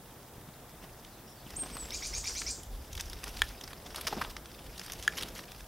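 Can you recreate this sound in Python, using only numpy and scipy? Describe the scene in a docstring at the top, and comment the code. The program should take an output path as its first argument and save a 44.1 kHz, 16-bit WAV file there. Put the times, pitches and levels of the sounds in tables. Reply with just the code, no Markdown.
"""At a seed-covered stump on a woodland edge, birds come and go close to a camera.
Wings push low air as slow noise lumps; feathers rustle and snap as spiky, coloured noise grains.
A beak strikes twice, exciting short decaying modes. A small bird gives two gliding sine whistles, then
six scolds made of two voices and their combination tones, echoed by decaying noise tails from the trees.
A faint hoarse bird calls through the trees; far rumble, a thin steady band and hiss lie below."""
import sys
import numpy as np
from scipy import signal
from scipy.fft import rfft, irfft, next_fast_len
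from scipy.io import wavfile
from scipy.ndimage import uniform_filter1d, map_coordinates

SR = 44100
rng = np.random.default_rng(int(sys.argv[2]) if len(sys.argv) > 2 else 0)


def store_wav(level_fs):
    """Save 16-bit WAV to argv[1]."""
    pcm = np.round(np.clip(np.atleast_2d(level_fs), -1, 1) * 32767)
    wavfile.write(sys.argv[1], SR, pcm.T.astype(np.int16))


N = 250047
TIME = np.arange(N) / SR

# Spectral shape of feather friction: (frequency [Hz], relative density [dB per Hz])
FEATHERS = [(100, 25), (200, 18.5), (465, 5.5), (1000, 1), (2290, -9.5), (3350, -8), (4300, -11),
            (5200, -6), (7270, -13.5), (12400, -1.5), (16000, -7)]
# Centres of the parts from dull to bright, two thirds of an octave apart [Hz]
PARTS_HZ = 100 * 2 ** (np.arange(12) * 2 / 3)
# Short snaps of quills, claws and seeds: (time [s], level [dB], pitch [Hz])
SNAPS = [(.693, -56.5, 5000), (1.048, -53, 4000), (1.504, -49, 3500), (1.768, -43, 1750),
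         (1.854, -51, 3770), (2.417, -39, 2260), (2.633, -48, 4970), (2.929, -43.5, 4850),
         (2.9515, -41, 4500), (2.976, -38.5, 2560), (3.008, -35, 4530), (3.098, -47, 7000),
         (3.131, -44, 3080), (3.391, -45, 1800), (3.610, -45, 3560), (3.677, -43.5, 2750),
         (3.731, -42, 1490), (3.945, -40, 1780), (3.9593, -34.5, 5400), (4.069, -31, 3000),
         (4.081, -39.5, 1790), (4.238, -50, 3000), (4.248, -45, 1200), (4.366, -36.5, 1340),
         (4.457, -52, 3030), (4.778, -41.5, 4020), (4.795, -46, 3500), (4.814, -43.5, 2500),
         (4.899, -40, 1980), (4.920, -37.5, 9200), (5.026, -45, 4000), (5.123, -50, 2500),
         (5.135, -44, 1200), (5.224, -36, 3120), (5.232, -37.5, 3230), (5.39, -44.5, 2000),
         (5.454, -54, 4000), (5.518, -46.5, 3970), (5.606, -52, 2500)]
# Softer brushes of a whole wing; each starts 3 ms before its time:
# (time [s], level [dB], pitch [Hz], fall above the pitch [dB per octave], length [s])
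BRUSHES = [(0.818, -52, 300, 3, 0.04), (2.996, -41.5, 2800, 6, 0.015), (3.234, -52, 2000, 9, 0.012),
           (3.259, -50, 885, 3.5, .03), (3.38, -56, 2000, -1, 0.012), (3.502, -54, 990, 0.5, 0.021),
           (3.639, -45.5, 1000, 0, 0.0078), (3.707, -52, 1500, 4, 0.016), (3.86, -50.5, 800, 1, 0.014),
           (3.97, -44.5, 700, 2, 0.023), (4.0125, -41.5, 1200, -4.5, 0.0077), (4.046, -46, 180, 3, .012),
           (4.073, -34.5, 990, 0, .013), (4.127, -36, 774, 7.5, 0.011), (4.167, -40, 250, 6, .027),
           (4.2142, -36.5, 1410, 5, 0.013), (4.298, -51.5, 2000, -4.5, 0.017), (4.833, -56, 5000, 4, 0.024),
           (4.9335, -44, 6000, 14, 0.0073), (5.171, -41.5, 2460, 0.5, .024), (5.206, -43, 3000, 7, 0.016),
           (5.29, -55, 5000, 7, 0.0056), (5.349, -52.5, 2980, 2, 0.05), (5.572, -62, 4000, 3, 0.042)]
# Wing beats of two birds leaving, first a small one, then a woodpecker, with the same lead:
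# (time [s], level [dB], pitch [Hz])
BEATS = [(0.379, -48, 110), (0.411, -54, 150), (0.446, -49, 130), (.487, -42, 130), (1.464, -51.5, 300),
         (1.502, -47.5, 402), (1.537, -48, 503), (1.582, -49, 450), (1.596, -56, 200), (1.623, -45.5, 200),
         (1.632, -44.5, 494), (1.661, -45, 402), (1.714, -47, 250), (1.754, -50, 298), (1.78, -55, 400),
         (1.823, -50, 250), (1.854, -49.5, 300), (1.9, -57, 300)]
# How busy the wings are: (time [s], whoosh level [dB], feather sliding level [dB])
BUSTLE = [(0, -56.5, -69.5), (1.4, -56, -66.5), (1.5, -54.5, -59), (1.63, -52.5, -55.5),
          (1.87, -52.5, -55.5), (2.4, -55, -54.5), (2.6, -54, -62), (2.66, -57, -66), (3.43, -53.5, -54),
          (3.71, -54.5, -64.5), (3.95, -53.5, -58), (4.17, -47, -52), (4.35, -55, -64.5), (4.67, -56, -62),
          (5.0, -54, -55.5), (5.2, -48.5, -56), (5.67, -58.5, -65.5)]
# Low air stirred once the big bird is near: (time [s], level [dB])
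STIR = [(0, -66), (1.39, -59), (1.5, -51.5), (5.67, -53)]
# Lumps of air from single downstrokes: (time of peak [s], level [dB])
DOWNSTROKES = [(2.16, -44), (2.48, -49), (2.76, -46), (2.97, -44.5), (3.11, -46), (3.43, -46.5), (4.3, -54),
               (4.69, -57)]
# Beak blows: (time [s], level [dB], main ring [Hz], relative level of upper part [dB], ring rise [s])
STRIKES = [(3.4192, -11, 1780, -2, 0.000053), (5.0782, -5.5, 1694, -10.5, 0.00054)]
# Other modes of a blow: (frequency [Hz], mean relative level [dB], t60 [s])
BEAK = [(1010, -12, .014), (2330, -4, .0066), (3200, 0, .0056), (4850, -12, .008), (6550, -9, .007),
        (9300, -12, .005)]
# Times and levels of the scold notes: (time [s], level [dB])
SCOLDS = [(1.912, -31), (2.016, -30.5), (2.125, -30), (2.234, -30), (2.345, -30.5), (2.455, -30.5)]
# Combination tones of the two voices: (times low voice [count], times high voice [count])
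MIXES = [(1, 0), (2, 0), (0, 1), (1, 1), (2, 1), (-1, 1), (-2, 1), (0, 2)]
# Span of each tone in a note, in the same order: (full from [s], full until [s], relative level [dB])
SOUNDING = [(.008, .045, -3), (.014, .048, -13), (.016, .054, -4), (.011, .038, -3), (.018, .038, -19),
            (.044, .06, -5), (.044, .06, -13), (.032, .042, -22)]
# Frequency response of the throat: (frequency [Hz], gain [dB])
THROAT = [(1500, -33), (2100, -15), (2700, -15.5), (3500, -17), (5000, -6.5), (7000, -7), (8800, -5),
          (11500, -7), (14000, -19)]
# Glides of two whistles, one list each: (time [s], frequency [Hz], level [dB])
WHISTLES = [
    [(1.556, 5000, -54), (1.569, 8400, -31.5), (1.578, 8820, -41), (1.596, 8720, -36), (1.615, 8440, -32),
     (1.634, 8560, -42), (1.642, 8370, -44), (1.651, 7450, -55)],
    [(1.72, 7900, -57), (1.733, 8240, -47), (1.765, 8150, -47), (1.815, 7890, -39.5), (1.84, 7650, -46),
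     (1.875, 7500, -57)],
]
# Glides of three faint notes before roughening and the trees: (time [s], frequency [Hz], level [dB])
FAR_BIRD = [
    [(1.07, 4900, -67), (1.095, 4700, -58), (1.15, 3700, -57), (1.18, 3500, -80)],
    [(1.255, 4750, -55), (1.285, 5640, -50), (1.32, 5200, -63), (1.33, 5200, -80)],
    [(1.35, 4830, -73), (1.365, 4600, -49), (1.41, 4060, -65), (1.45, 3600, -80)],
]
# Decay of the woodland echo, scaled for each source: (frequency [Hz], reference t60 [s])
TREES = [(300, 1), (3000, 0.3), (7000, 0.55), (12000, 0.064)]
# Spectral shape of the far rumble: (frequency [Hz], relative density [dB per Hz])
WOODS = [(12, -35), (20, -2.5), (80, -2), (117, 3), (304, -7), (368, -8), (565, -29), (717, -6.5),
         (1650, -13.5), (6000, -39), (7800, -69), (13200, -120)]
# Spectral shape of the microphone hiss: (frequency [Hz], relative density [dB per Hz])
HISS = [(18, -38), (30, -22), (115, -7.5), (174, -8), (303, -8.5), (740, -10), (2680, -15), (16000, -8)]

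# Feathers
FEATHER_TOP_HZ = 11300
BELOW_DB_PER_OCTAVE = 11  # fall of the colour under the pitch
SNAP_RISE_S, SNAP_FALL_S, SNAP_DB_PER_OCTAVE = .0006, .0026, 5
BRUSH_RISE = .5  # share of the length
BEAT_S, BEAT_DB_PER_OCTAVE = 0.01, 7
TICK_COUNT, TICK_DB, TICK_HZ = 70, 1, 4000  # least level over the sliding feathers, middle pitch
DOWNSTROKE_S = 0.054  # from the peak of a lump to 1/e

# One scold note: the two sides of the syrinx, before their unsteady pitch
NOTE_S = 0.085
LOW_HZ, LOW_SCOOP_HZ, LOW_SCOOP_S, LOW_DRIFT_HZ_PER_S = 2228, 902, .005, 4400  # the level voice
HIGH_HZ, HIGH_SCOOP_HZ, HIGH_SCOOP_S, CLIMB_HZ_PER_S = 2662, 798, 0.00797, 52000  # the rising voice
FLIP_S, FLIP_SOFT_S, RUSH_HZ_PER_S, CEILING_HZ = .045, 0.0039, 340000, 11200  # then it shoots upward
ATTACK_DB_PER_S, RELEASE_DB_PER_S = 2500, 2200

TOP_HZ = 15800  # band limit of the camera


def feathers():
    """Stick-slip friction: swarms of tiny cracks form spiky noise, split into parts and shaped in time."""
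    swell, sliding_db = np.zeros((len(PARTS_HZ), N)), curves(BUSTLE)[1]
    t = np.arange(SR // 50) / SR
    snap = (1 - np.exp(-t / SNAP_RISE_S)) * np.exp(-t / SNAP_FALL_S)
    for s, db, hz in [*SNAPS, *ticks(sliding_db)]:
        add(swell, s, amp(db) * colour(hz, SNAP_DB_PER_OCTAVE) * snap / snap.max())
    beats = [(*beat, BEAT_DB_PER_OCTAVE, BEAT_S) for beat in BEATS]
    for s, db, hz, slope, length in BRUSHES + beats:
        u = np.arange(round(2 * length * SR)) / (length * SR)
        stroke = (1 - np.exp(-u / BRUSH_RISE)) * np.exp(-u ** 3)
        add(swell, s - .003, amp(db) * colour(hz, slope) * stroke / stroke.max())
    swell += amp(sliding_db + 1.43 * wobble(50)) * colour(2400, db_per_octave=0.5)
    grains = patchy(amp(1.83 * wobble(900)) * rng.standard_normal(N), depth_db=3.0)
    coloured = filtered(grains, lambda hz: amp(along(FEATHERS, hz)))
    parts = [unit(filtered(coloured, lambda f: band(hz / 1.3, hz * 1.3)(f) ** 2)) for hz in PARTS_HZ]
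    return np.sum(swell * parts, axis=0)


def ticks(sliding_db):
    """Random impulses: chance ticks whose level follows the friction of the sliding feathers."""
    when, size, pitch = rng.random((TICK_COUNT, 3)).T
    s = when * TIME[-1]
    db = np.interp(s, TIME, sliding_db) + TICK_DB - 4 * np.log(size)
    hz = TICK_HZ * 2 ** (2 * pitch - 1)  # within an octave either way
    return zip(s, db, hz)


def colour(hz, db_per_octave):
    """Spectral envelope: gains of the parts, sloping away from a pitch, with total power 1."""
    octaves = np.log2(PARTS_HZ / hz)[:, None]
    below_db = BELOW_DB_PER_OCTAVE * np.minimum(octaves, 0)
    above_db = -db_per_octave * np.maximum(octaves, 0)
    g = amp(below_db + above_db) / (1 + (PARTS_HZ[:, None] / FEATHER_TOP_HZ) ** 4)
    return g / np.linalg.norm(g)


def patchy(x, depth_db):
    """Time-frequency modulation: gain patches of about 1.5 kHz by 15 ms vary the rustle's colour."""
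    z = signal.stft(x, nperseg=256)[2]
    field = uniform_filter1d(rng.standard_normal(z.shape), size=9, axis=0)
    field = uniform_filter1d(field, size=5, axis=1)
    return signal.istft(z * amp(depth_db * unit(field)), nperseg=256)[1][:N]


def wings():
    """Turbulent flow: downstrokes push lumps of low air at the microphone, and busy wings whoosh."""
    lumps = sum(amp(db) * np.exp(-((TIME - s) / DOWNSTROKE_S) ** 2) for s, db in DOWNSTROKES)
    push = (amp(curves(STIR)[0] + 2.4 * wobble(7.2)) + lumps) * noise(band(39, 55.0))
    whoosh = amp(curves(BUSTLE)[0] + 1.0 * wobble(40)) * noise(band(56, 690))
    return push + whoosh


def strikes():
    """Modal impact: a hard blow excites short modes and a crack, answered by the stump's top."""
    out, t = np.zeros(N), np.arange(SR // 10) / SR
    for s, db, ring_hz, upper_db, rise in STRIKES:
        upper = np.zeros(len(t))
        for hz, level, t60 in BEAK:
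            upper += amp(level + rng.normal(0, 1.5) - 60 * t / t60) * np.sin(2 * np.pi * hz * t)
        upper -= amp(-11 - 60 * t / .006) * rng.standard_normal(len(t))  # the crack
        ring = amp(-60 * t / .012) * np.sin(2 * np.pi * ring_hz * t)
        # a duller contact wakes the main ring slowly
        blow = ring * (1 - np.exp(-(t / rise) ** 2)) + amp(upper_db) * upper
        add(out, s, -amp(db) * blow)
        add(out, s + .0032, amp(db - 10.5) * blow)  # the stump's answer, with opposite sign
    return filtered(out, band(1100, 12000))  # so small a thing sends out little bass


def scolds():
    """Nonlinear coupling: a level and a rising voice in one throat give sum and difference tones."""
    out = np.zeros(N)
    waver = 1 + .018 * np.array([wobble(600), wobble(600)])  # unsteady pitch
    flutter_db = 5 * np.array([wobble(800) for _ in MIXES])  # every tone breaks up on its own
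    t = np.arange(round(NOTE_S * SR)) / SR
    low_hz = LOW_HZ - LOW_SCOOP_HZ * np.exp(-t / LOW_SCOOP_S) + LOW_DRIFT_HZ_PER_S * t
    high_hz = HIGH_HZ - HIGH_SCOOP_HZ * np.exp(-t / HIGH_SCOOP_S) + CLIMB_HZ_PER_S * t
    rush_hz = RUSH_HZ_PER_S * FLIP_SOFT_S * np.logaddexp(0, (t - FLIP_S) / FLIP_SOFT_S)
    high_hz = np.minimum(high_hz + rush_hz, CEILING_HZ)
    for s, db in SCOLDS:
        now = slice(round(s * SR), round(s * SR) + len(t))
        hz = [low_hz, high_hz] * waver[:, now]
        phase = 2 * np.pi * np.cumsum(hz, axis=1) / SR
        for mix, (start, end, mix_db), rough_db in zip(MIXES, SOUNDING, flutter_db):
            attack_db = ATTACK_DB_PER_S * np.minimum(t - start, 0)
            release_db = RELEASE_DB_PER_S * np.minimum(end - t, 0)
            throat_db = along(THROAT, np.abs(mix @ hz))
            tone_db = db + mix_db + attack_db + release_db + rough_db[now] + throat_db
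            out[now] += amp(tone_db) * np.sin(mix @ phase)
    return out


def whistles(notes):
    """Frequency modulation: pure, thin tones whose phase is the running sum of a gliding frequency."""
    out = np.zeros(N)
    for rows in notes:
        hz, db = curves(rows)
        inside = (TIME > rows[0][0]) & (TIME < rows[-1][0])
        out += inside * amp(db) * np.sin(2 * np.pi * np.cumsum(hz) / SR)
    return out


def far_bird():
    """Random amplitude modulation: it spreads faint whistles into hoarse, breathy notes."""
    return whistles(FAR_BIRD) * wobble(700)


def trees(x, gap, slower):
    """Diffuse reverberation: scattered answers of trunks and ground decay at a rate set by frequency."""
    hz, t, z = signal.stft(rng.standard_normal((2, SR // 2)), SR, nperseg=256)
    t60 = slower * along(TREES, hz)[:, None]
    tail = signal.istft(z * amp(-60 * t / t60), SR, nperseg=256)[1]
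    tail = tail[0] + 0.0067 * tail[1] * [[1], [-1]]  # the two ports sit close together
    delayed = np.pad(x, (round(gap * SR), 0))[None]
    return signal.fftconvolve(delayed, tail / np.linalg.norm(tail[0]), axes=1)[:, :N]


def echoes(near, blows, thin, scold):
    """Superposition: each source wakes its own woodland echo, and the far bird is heard only so."""
    wet = amp(-16) * trees(near, .004, 0.74) + amp(-9.0) * trees(thin, 0.0033, 0.66)
    wet += amp(-24) * trees(blows, .006, .35)
    wet += amp(-7) * trees(far_bird(), .001, .7)
    # the trunks return mostly the bright part
    beamed = filtered(scold, lambda hz: band(3300, 10000)(hz) ** 2)
    for s, _ in SCOLDS:  # each scold note gets its own random scattered echo
        note = beamed * (TIME >= s) * (TIME < s + NOTE_S)
        wet += amp(-1.35) * trees(note, 0.0041, 0.77)
    return wet


def background():
    """Coherence: rumble and a thin band near 3.5 kHz reach both ports alike; each has its own hiss."""
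    far = amp(-56.5 + 0.41 * wobble(2.6)) * noise(lambda hz: amp(along(WOODS, hz)))
    far += amp(-72 + 1.5 * wobble(8)) * noise(lambda hz: band(3400, 3600)(hz) ** 12)
    hiss = np.array([noise(lambda hz: amp(along(HISS, hz))) for _ in range(2)])
    return far + amp(-55.5) * hiss


def amp(db):
    """Decibel law: level to amplitude."""
    return 10 ** (np.asarray(db) / 20)


def unit(x):
    """Normalisation to rms 1."""
    return x / np.sqrt(np.mean(x ** 2) + 1e-20)


def along(points, hz):
    """Linear interpolation of (frequency [Hz], value) points on a log frequency axis."""
    f, v = np.transpose(points)
    return np.interp(np.log(hz + 1), np.log(f + 1), v)


def curves(rows, t=TIME):
    """Linear interpolation in time: one value per sample for each column after the time."""
    s, *cols = np.transpose(rows)
    return [np.interp(t, s, c) for c in cols]


def wobble(rate):
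    """Band-limited fluctuation: a smooth random curve with rate knots a second."""
    return map_coordinates(rng.standard_normal(int(N * rate / SR) + 4), [TIME * rate])


def filtered(x, response):
    """Linear filtering: the spectrum of x times a response of frequency."""
    m = next_fast_len(N + SR // 2)
    return irfft(rfft(x, m) * response(np.fft.rfftfreq(m, 1 / SR)), m)[..., :N]


def band(lo_hz, hi_hz):
    """Band-pass response with rounded edges."""
    return lambda hz: 1 / np.sqrt((1 + (lo_hz / (hz + 1)) ** 6) * (1 + (hz / hi_hz) ** 6))


def noise(response):
    """Shaped random noise of rms 1."""
    return unit(filtered(rng.standard_normal(N), response))


def add(track, s, x):
    """Superposition: mix x into track at s seconds."""
    part = track[..., round(s * SR):round(s * SR) + x.shape[-1]]
    part += x[..., :part.shape[-1]]


def scene():
    """Superposition of the direct sounds, their echoes, the moved air and the background."""
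    near, blows, thin, scold = feathers(), strikes(), whistles(WHISTLES), scolds()
    wet = echoes(near, blows, thin, scold)
    return near + blows + thin + scold + wet + wings() + background()


def record(dry):
    """Band limitation: the camera keeps nothing above its top frequency."""
    return filtered(dry, lambda hz: hz < TOP_HZ)


dry = scene()
out = record(dry)
store_wav(out)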